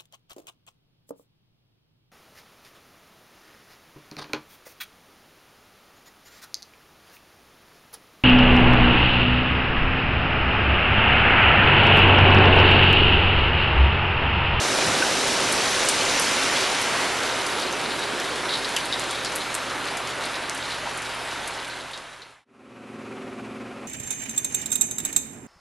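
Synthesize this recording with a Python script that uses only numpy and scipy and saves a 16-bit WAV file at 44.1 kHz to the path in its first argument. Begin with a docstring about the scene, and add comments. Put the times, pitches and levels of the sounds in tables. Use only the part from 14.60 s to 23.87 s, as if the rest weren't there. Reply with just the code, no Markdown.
"""An outdoor concrete flume: water and debris rush down, surge for about two seconds, then ebb.
The water roars, splashes and sprays, trapped air plops, and stones clack and click as they collide.
A pump hums and three soft steps set the platform rumbling. The sound fades out, then fades in
on a quieter spot above the flume, where an engine drones and throbs with each firing."""
import sys
import numpy as np
from scipy import signal
from scipy.fft import rfft, irfft, next_fast_len
from scipy.io import wavfile
from scipy.ndimage import uniform_filter1d, map_coordinates

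SR = 44100
rng = np.random.default_rng(int(sys.argv[2]) if len(sys.argv) > 2 else 0)


def int16_out(signal):
    """Quantize to a 16-bit WAV file."""
    q = np.round(np.clip(np.atleast_2d(signal).T, -1, 1) * 32767)
    wavfile.write(sys.argv[1], SR, q.astype(np.int16))


N = 408807

# Stereo balance of the water. Each row: frequency in Hz, left minus right in dB.
WATER_BALANCE = [(60, -1.5), (200, -5), (350, -4), (640, -1.5), (1150, -0.7), (2000, 0)]
# Splashing wash, slower to subside than the flow. Each row: time in seconds, level in dB.
WASH_ENVELOPE = [(0, -26), (1.2, -26), (2.4, -26.5), (3.2, -29.5), (4.8, -31), (5.4, -31), (6.9, -33.5)]
EBB_DB_PER_DB = 1.12  # spray and gravel level per dB of flow


def amp(db):
    """Decibels to gain."""
    return 10 ** (np.asarray(db) / 20)


def unit(x):
    """Scale to rms 1."""
    return x / np.sqrt(np.mean(x ** 2) + 1e-20)


def along(points, hz):
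    """Interpolate (Hz, value) rows on a log axis."""
    knots_hz, values = np.transpose(points)
    return np.interp(np.log(hz + 1), np.log(knots_hz + 1), values)


def curve(points):
    """Interpolate (seconds, value) rows at every sample."""
    knots_s, values = np.transpose(points)
    return np.interp(np.arange(N) / SR, knots_s, values)


def wobble(rate_hz):
    """Smooth random curve, rate_hz knots a second."""
    at = np.linspace(0, N, N // 32)
    knots = rng.standard_normal(int(N * rate_hz / SR) + 4)
    return np.interp(np.arange(N), at, map_coordinates(knots, [at * rate_hz / SR]))


def filtered(x, response):
    """Apply a complex frequency response."""
    n = x.shape[-1]
    padded = next_fast_len(n + SR // 4)
    return irfft(rfft(x, padded) * response(np.fft.rfftfreq(padded, 1 / SR)), padded)[..., :n]


def resonance(f, hz, width_hz):
    """Response of one damped mode."""
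    return 1j * f * width_hz / (hz * hz - f * f + 1j * f * width_hz)


def add(track, start_s, sound):
    """Mix a sound into a track."""
    part = track[..., round(start_s * SR):][..., :sound.shape[-1]]
    part += sound[..., :part.shape[-1]]


def flow_db():
    """Flow strength relative to the height of the surge."""
    # Each row: time in seconds, relative strength in dB.
    strength = [(0.0, -27), (1.67, -26.5), (3.09, -33.5), (4.65, -34.5), (5.21, -36.5), (6.82, -38),
                (6.9, -38.5)]
    strength_db = curve(strength)
    return strength_db - strength_db.max()


def impacts(rate_hz, spread_db):
    """Two trains of tiny random impacts; spread_db makes a few stand out."""
    size = amp(spread_db * np.minimum(rng.exponential(size=(2, N)), 2)) * rng.choice([-1, 1], (2, N))
    return unit(size * (rng.random((2, N)) < rate_hz / SR))


def struck(peak_db, contact_t60_s, rattle_t60_s, rattle, response):
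    """A brief gritty contact and its dying rattle, rung through a response."""
    t = np.arange(SR // 4) / SR
    envelope = amp(-60 * t / contact_t60_s) + rattle * amp(-60 * t / rattle_t60_s)
    sound = filtered(rng.choice([-1, 1], len(t)) * envelope, response)
    return amp(peak_db) * sound / np.abs(sound).max()


def strays(max_db, spread_db, db_per_flow_db, ring_hz, octaves, count):
    """Scattered lesser hits, weaker as the flow ebbs. Each row: start in seconds, peak in dB, Hz."""
    when, size, pitch = rng.random((count, 3)).T
    at = ((np.arange(count) + when) / count * N).astype(int)
    peak_db = max_db - spread_db * size + db_per_flow_db * flow_db()[at]
    return list(zip(at / SR, peak_db, ring_hz * 2 ** (octaves * (pitch - .5))))


def hum(tones, drift, flutter_db, rough_rad):
    """Machine tones drift together in pitch; each wavers in level and phase on its own."""
    clock_s = np.cumsum(1 + drift * wobble(3)) / SR
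    tone = lambda hz: np.sin(2 * np.pi * (hz * clock_s + rng.random()) + rough_rad * wobble(24))
    return np.sqrt(2) * sum(amp(db + flutter_db * wobble(4.4)) * tone(hz) for hz, db in tones)


def pump():
    """A low wavering hum, to the right."""
    # Each row: frequency in Hz, rms level before panning in dB.
    tones = [(35.9, -59.5), (54, -66.5), (72, -59), (119.8, -53.6), (161.8, -59.5)]
    return hum(tones, drift=.00089, flutter_db=1.5, rough_rad=.38) * amp([[-3], [2.3]])


def steps():
    """Each footfall sets the platform rumbling briefly."""
    # Each row: start in seconds, relative level in dB, thud in Hz, t60 in seconds.
    thuds = [(.257, -23.5, 134, 0.59), (.85, -29, 122, 0.32), (.93, -40, 48, .5), (1.44, -30.5, 80, .35)]
    out, t = np.zeros(N), np.arange(SR // 2) / SR
    for start_s, db, hz, t60_s in thuds:
        rumble = unit(filtered(rng.standard_normal(len(t)), lambda f: resonance(f, hz, .95 * hz) ** 2))
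        envelope = amp(-60 * t / t60_s) * (1 - np.exp(-t / .0089))
        add(out, start_s, .49 * amp(db) * rumble * envelope)
    return out


def engine(noise_db, firing_hz, throb, stereo_width):
    """A drone over mechanical noise whose midrange swells, a little unevenly, with every firing."""
    # Each row: frequency in Hz, rms level before panning in dB.
    tones = [(54, -76), (72, -68), (119.6, -53.5), (219.5, -45), (240.4, -48), (263.3, -44.7), (340, -53),
             (370.8, -49.5), (394.3, -47.3), (527, -56.3), (566, -53.8), (699.7, -58.5), (742.6, -59.5),
             (1060, -60), (1148.5, -60.5), (1237, -63), (1325, -58.5), (1410, -63)]
    # Each row: frequency in Hz, relative noise density in dB.
    spectrum = [(25, -30), (60, -18), (110, -9), (200, -5), (340, -3.5), (480, -4.5), (560, -8),
                (610, -11.5), (700, -6), (850, -10.5), (1300, -9), (1700, -14.5), (2550, -13.5),
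                (3200, -21.5), (5200, -29), (11000, -35), (12000, -44)]
    mid, side = filtered(rng.standard_normal((2, N)), lambda hz: amp(along(spectrum, hz)))
    noise = unit(np.array([mid + stereo_width * side, mid - stereo_width * side]))
    clatter = filtered(noise, lambda f: np.abs(resonance(f, hz=1300, width_hz=1700)))
    depth = throb * amp(3 * np.tanh(wobble(12)))
    firing = depth * np.cos(2 * np.pi * firing_hz * np.arange(N) / SR + .5 * wobble(8))
    drone = hum(tones, drift=.001964, flutter_db=1.5, rough_rad=.24) * amp([[-.2], [.2]])
    return amp(noise_db) * (noise + firing * clatter) + drone


def wall_echo(x, stereo_width):
    """Echo between the flume's walls; the treble dies first."""
    # Each row: frequency in Hz, t60 in seconds.
    decay = [(200, .3), (3000, 0.18), (11000, 0.18)]
    hz, t, noise = signal.stft(rng.standard_normal((2, SR // 3)), SR, nperseg=256)
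    mid, side = signal.istft(noise * amp(-60 * t / along(decay, hz)[:, None]), SR, nperseg=256)[1]
    tail = np.array([mid + stereo_width * side, mid - stereo_width * side]) / np.linalg.norm(mid)
    return signal.fftconvolve(x, tail, axes=1)[:, :N]


def bubbles(re_wash_db, centre_hz, decay_cycles, rise_per_s, count):
    """Trapped air rings as short rising plops; their level follows the wash."""
    out, t = np.zeros(N), np.arange(SR // 10) / SR
    for when, pitch, size in rng.random((count, 3)):
        hz = centre_hz * 2 ** (3 * pitch - 1.5)
        ring = np.sin(2 * np.pi * hz * t * (1 + rise_per_s * t))
        envelope = np.exp(-t * hz / decay_cycles) * (1 - np.exp(-t / .0022))
        add(out, when * N / SR, size ** 2 * ring * envelope)
    return amp(re_wash_db + curve(WASH_ENVELOPE)) * unit(out)


def gravel(surge_db, ring_hz, width_hz):
    """Pebbles chatter in clusters along the bed, as hard as the current pushes them."""
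    contacts = impacts(rate_hz=130, spread_db=0)[0] * amp(3.1 * np.tanh(wobble(14)))
    chatter = unit(filtered(contacts, lambda f: resonance(f, ring_hz, width_hz) ** 2))
    return amp(surge_db + EBB_DB_PER_DB * flow_db()) * chatter


def debris_knocks(contact_t60_s, rattle_t60_s, rattle):
    """Bigger pieces hit the channel with lower, hollower knocks."""
    # Each row: start in seconds, peak in dB, ring in Hz, bandwidth in Hz.
    hits = [(.422, -17.5, 1510, 75), (.424, -17.5, 2580, 260), (6.233, -30, 610, 70),
            (6.255, -29.5, 840, 110), (6.272, -25.5, 960, 150)]
    out = np.zeros(N)
    for start_s, db, hz, width_hz in hits:
        ring = lambda f: resonance(f, hz, width_hz) ** 2
        add(out, start_s, struck(db, contact_t60_s, rattle_t60_s, rattle, ring))
    return out


def grit_clicks(width_hz, contact_t60_s, skitter_t60_s):
    """Flung grit hits once, sharply, and skitters on, a little to one side."""
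    # Each row: start in seconds, peak before panning in dB, ring in Hz, skitter gain.
    hits = [(.6793, -16, 7000, .2), (.924, -16, 9500, .25), (1.2872, -3.5, 7300, .14), (1.29, -6, 9400, .2),
            (1.5981, -8, 9600, .12), (1.6214, -12, 8000, .12), (2.2143, -17, 7000, .25),
            (2.6345, -15, 6300, .15), (2.8663, -11, 5900, .14), (3.1267, -19, 5600, .25),
            (3.5996, -20, 5600, .25), (4.1647, -8, 5500, .13), (4.1678, -10, 4400, .12),
            (4.2562, -21, 8500, .3), (4.3964, -14.5, 9200, .07), (4.5108, -14.5, 8700, .12),
            (4.648, -19, 7400, .4), (4.755, -16, 10500, .15), (4.7599, -12.5, 10500, .1),
            (4.9433, -13.5, 9200, .12), (4.951, -8, 9500, .08), (5.3702, -23, 6500, .5),
            (5.4735, -21, 6000, .2), (5.6545, -24, 9600, .4), (5.7592, -23, 6500, .2),
            (5.8967, -11, 7500, .03), (5.9476, -21, 8000, .2), (5.9767, -20, 7000, .15),
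            (6.3742, -26, 9000, .3), (6.4206, -23, 6800, .3), (6.876, -22.5, 9200, .25),
            (7.3763, -17, 5000, .2)]
    lesser = strays(max_db=-18.5, spread_db=4, db_per_flow_db=.7, ring_hz=7200, octaves=1, count=36)
    lesser = [(*hit, rng.uniform(.15, .4)) for hit in lesser]
    out = np.zeros((2, N))
    for start_s, db, hz, skitter in hits + lesser:
        ring = lambda f: resonance(f, hz, width_hz) / np.sqrt(1 + (f / 11300) ** 40)
        pan = amp(rng.normal(0, .49) * np.array([[1], [-1]]))
        add(out, start_s, pan * struck(db, contact_t60_s, skitter_t60_s, skitter, ring))
    return out


def stone_clacks(contact_t60_s, scrape, scrape_t60_gaps, bounces, bounce_db, clink_db, clink_width_hz):
    """Stones meet with a narrow clink, scrape and bounce, each time weaker and slightly retuned."""
    # Each row: start in seconds, peak in dB, ring in Hz, bandwidth in Hz, bounce gap in seconds.
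    hits = [(1.962, -16, 3400, 1500, 0.0016), (2.0307, -14, 3900, 3000, 0.0033),
            (2.6924, -23, 4020, 1200, .005), (3.023, -22, 4100, 1300, 0.008),
            (3.071, -25.5, 4100, 1000, .006), (3.2536, -25, 4000, 1500, .006),
            (3.3065, -24, 3950, 900, .008), (3.4234, -21, 3980, 900, 0.0065),
            (3.8927, -16.7, 3750, 1200, .014), (3.9275, -20, 3700, 1200, .005),
            (3.9386, -17.5, 3900, 1300, .016), (4.0459, -17.5, 3950, 1600, .004),
            (4.1648, -14.5, 2900, 1000, .005), (4.3258, -13, 3850, 1100, .007),
            (4.549, -23, 3800, 1200, .005), (4.648, -20, 4300, 2000, 0.01), (4.8106, -24, 3750, 1200, .005),
            (5.2705, -23.5, 3900, 1600, 0.013), (5.6387, -25, 4200, 2000, 0.011),
            (5.7426, -21.5, 3900, 1600, .011), (6.026, -22, 3850, 1700, 0.015),
            (6.106, -22.7, 3940, 1000, 0.0078), (7.098, -26, 3950, 1200, .011),
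            (7.2, -27.5, 3850, 1100, .008), (7.334, -21, 3750, 1400, 0.012),
            (7.6184, -21, 3950, 1400, 0.0069)]
    lesser = strays(max_db=-24, spread_db=4, db_per_flow_db=.43, ring_hz=3900, octaves=.2, count=12)
    lesser = [(*hit, rng.uniform(900, 1800), rng.uniform(.0041, .012)) for hit in lesser]
    out = np.zeros(N)
    for start_s, db, hz, width_hz, gap_s in hits + lesser:
        for k in range(bounces):
            pitch_hz = hz * 2 ** (.025 * rng.normal())
            body = lambda f: resonance(f, pitch_hz, width_hz)
            ring = lambda f: body(f) * (body(f) + amp(clink_db) * resonance(f, pitch_hz, clink_width_hz))
            clack = struck(db + k * bounce_db, contact_t60_s, scrape_t60_gaps * gap_s, scrape, ring)
            add(out, start_s + k * gap_s, clack)
    return out


def gushes():
    """Waves of water pass, each swelling and sinking in its own band."""
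    # Each row: crest in seconds, level in dB, centre in Hz, bandwidth in Hz, half length in seconds.
    waves = [(.3, -31, 754, 1100, 0.16), (1.8, -31.5, 2300, 1600, 0.68), (2.003, -31.5, 4400, 2600, 0.07),
             (3.5, -41, 376.9, 90, 0.67)]
    out, t = np.zeros((2, N)), np.arange(N) / SR
    for crest_s, db, hz, width_hz, half_s in waves:
        rush = unit(filtered(rng.standard_normal(N), lambda f: resonance(f, hz, width_hz) ** 2))
        pan_db = along(WATER_BALANCE, hz) * np.array([[.5], [-.5]])
        out += amp(db + pan_db) * rush * np.exp(-((t - crest_s) / half_s) ** 2)
    return out


def churn(patchy_db):
    """Two noises whose level varies in patches of time and pitch."""
    noise = signal.stft(rng.standard_normal((2, N)), nperseg=512)[2]
    patches = uniform_filter1d(rng.standard_normal(noise.shape[1:]), size=4, axis=0)
    patches = unit(uniform_filter1d(patches, size=9, axis=1))
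    return unit(signal.istft(noise * amp(patchy_db * patches), nperseg=512)[1][:, :N])


def in_flume(pair, spectrum):
    """Colour two unrelated signals and place them in the hollow channel: stereo, rms 1."""
    # Each row: resonance in Hz, bandwidth in Hz, lift in dB.
    modes = [(284, 32, 1), (385, 41, 5), (521, 23, 3), (936, 33, 3.5), (1370, 54, 2), (1557, 89, 2)]
    # Each row: frequency in Hz, left-right coherence.
    coherence = [(60, 0.9), (250, 0.99), (600, 0.9), (1200, 0.97), (2000, 1), (4200, 1), (5300, 0.99),
                 (7500, 0.64), (11000, 0.88)]
    # Each row: frequency in Hz, phase lead of the left in radians.
    lead = [(60, -.1), (250, -0.16), (600, -0.3), (1300, -0.11), (2000, 0)]
    hollow_db = lambda f: sum(db * np.abs(resonance(f, hz, width_hz)) ** 2 for hz, width_hz, db in modes)
    colour = lambda f: amp(along(spectrum, f) + hollow_db(f))
    spread_rad = lambda f: np.arccos(np.clip(along(coherence, f), -1, 1)) / 2
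    mid, side = filtered(pair, lambda f: colour(f) * [np.cos(spread_rad(f)), np.sin(spread_rad(f))])
    half = np.array([[.5], [-.5]])
    pan = lambda f: amp(half * along(WATER_BALANCE, f)) * np.exp(1j * half * along(lead, f))
    return unit(filtered(np.array([mid + side, mid - side]), pan))


def roar(start_db, fall_db, drain_s):
    """The deep roar dies away ever faster as the flume drains."""
    # Each row: frequency in Hz, relative density in dB.
    spectrum = [(35, -35.5), (55, -28), (95, -14), (135, -8), (185, -8), (250, -1.5), (400, -3), (560, -1),
                (720, -5), (910, -12.5), (1500, -68)]
    level_db = start_db - fall_db * (np.arange(N) / SR / drain_s) ** 1.13
    return amp(level_db + .38 * wobble(8.2)) * in_flume(churn(patchy_db=.5), spectrum)


def wash():
    """Churning water and small splashes fill the midrange."""
    # Each row: frequency in Hz, relative density in dB.
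    spectrum = [(350, -21.5), (600, -3.5), (800, -1.2), (1200, -0.8), (1600, -2), (2100, -3), (2800, -6),
                (3200, -8.5), (4200, -28), (7000, -84.5)]
    splashes = unit(churn(patchy_db=.98) + .48 * impacts(rate_hz=900, spread_db=2.5))
    return amp(curve(WASH_ENVELOPE) + .17 * wobble(14)) * in_flume(splashes, spectrum)


def spray(surge_db, breakup_db):
    """Dense spray breaks up into clumps of drops, fully once the flow has fallen by breakup_db."""
    # Each row of both: frequency in Hz, relative density in dB.
    mist_spectrum = [(1710, -11), (2900, -1.5), (5810, -1), (8250, -7), (9290, -7.5), (10800, -12),
                     (11600, -15.5), (12000, -24), (15600, -52), (22000, -120)]
    trickle_spectrum = [(1710, -38.5), (2900, -4.5), (3360, -1), (3880, -0.5), (5510, -7), (8450, -11),
                        (9860, -10.5), (11200, -14.5), (12000, -22.5), (15600, -63.5), (22000, -120)]
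    mist = unit(churn(patchy_db=1.5) + .5 * impacts(rate_hz=1300, spread_db=7))
    mist = in_flume(mist, mist_spectrum)
    drops = impacts(rate_hz=350, spread_db=1) * amp(6.6 * np.tanh(wobble(22)))
    trickle = in_flume(unit(churn(patchy_db=2) + .45 * drops), trickle_spectrum)
    dense = np.clip(1 + flow_db() / breakup_db, 0, 1)
    fizz = np.sqrt(dense) * mist + np.sqrt(1 - dense) * trickle
    return amp(surge_db + EBB_DB_PER_DB * flow_db()) * fizz


def scene():
    """The flume fades out, then the engine fades in."""
    # Each row of both: time in seconds, gain.
    fade_out = [(6.88, 0.99), (7.4, 0.44), (7.85, 0.002)]
    fade_in = [(7.85, 0), (8.1, 0.3), (8.5, 0.88)]
    stones = grit_clicks(width_hz=3600, contact_t60_s=.0014, skitter_t60_s=.06)
    stones += stone_clacks(contact_t60_s=.003, scrape=.26, scrape_t60_gaps=9,
                           bounces=3, bounce_db=-2.5, clink_db=-3, clink_width_hz=280)
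    stones += debris_knocks(contact_t60_s=.00075, rattle_t60_s=.033, rattle=.016)
    bed = gravel(surge_db=-38, ring_hz=3850, width_hz=860)
    bed += bubbles(re_wash_db=-19, centre_hz=1010, decay_cycles=9.6, rise_per_s=1.5, count=600)
    pump_hum = pump()
    water = roar(start_db=-29, fall_db=13.5, drain_s=6.94) + wash()
    water += spray(surge_db=-26, breakup_db=7.5) + gushes()
    echo = amp(-8) * wall_echo(stones, stereo_width=.19)
    flume = water + bed + stones + echo + pump_hum + steps()
    drone = engine(noise_db=-39.5, firing_hz=17.85, throb=.33, stereo_width=.13)
    return curve(fade_out) * flume + curve(fade_in) * drone


def record(dry):
    """Steep low-pass at 11.9 kHz."""
    return filtered(dry, lambda hz: 1 / np.sqrt(1 + (hz / 11900) ** 220))


dry = scene()
out = record(dry)
int16_out(out)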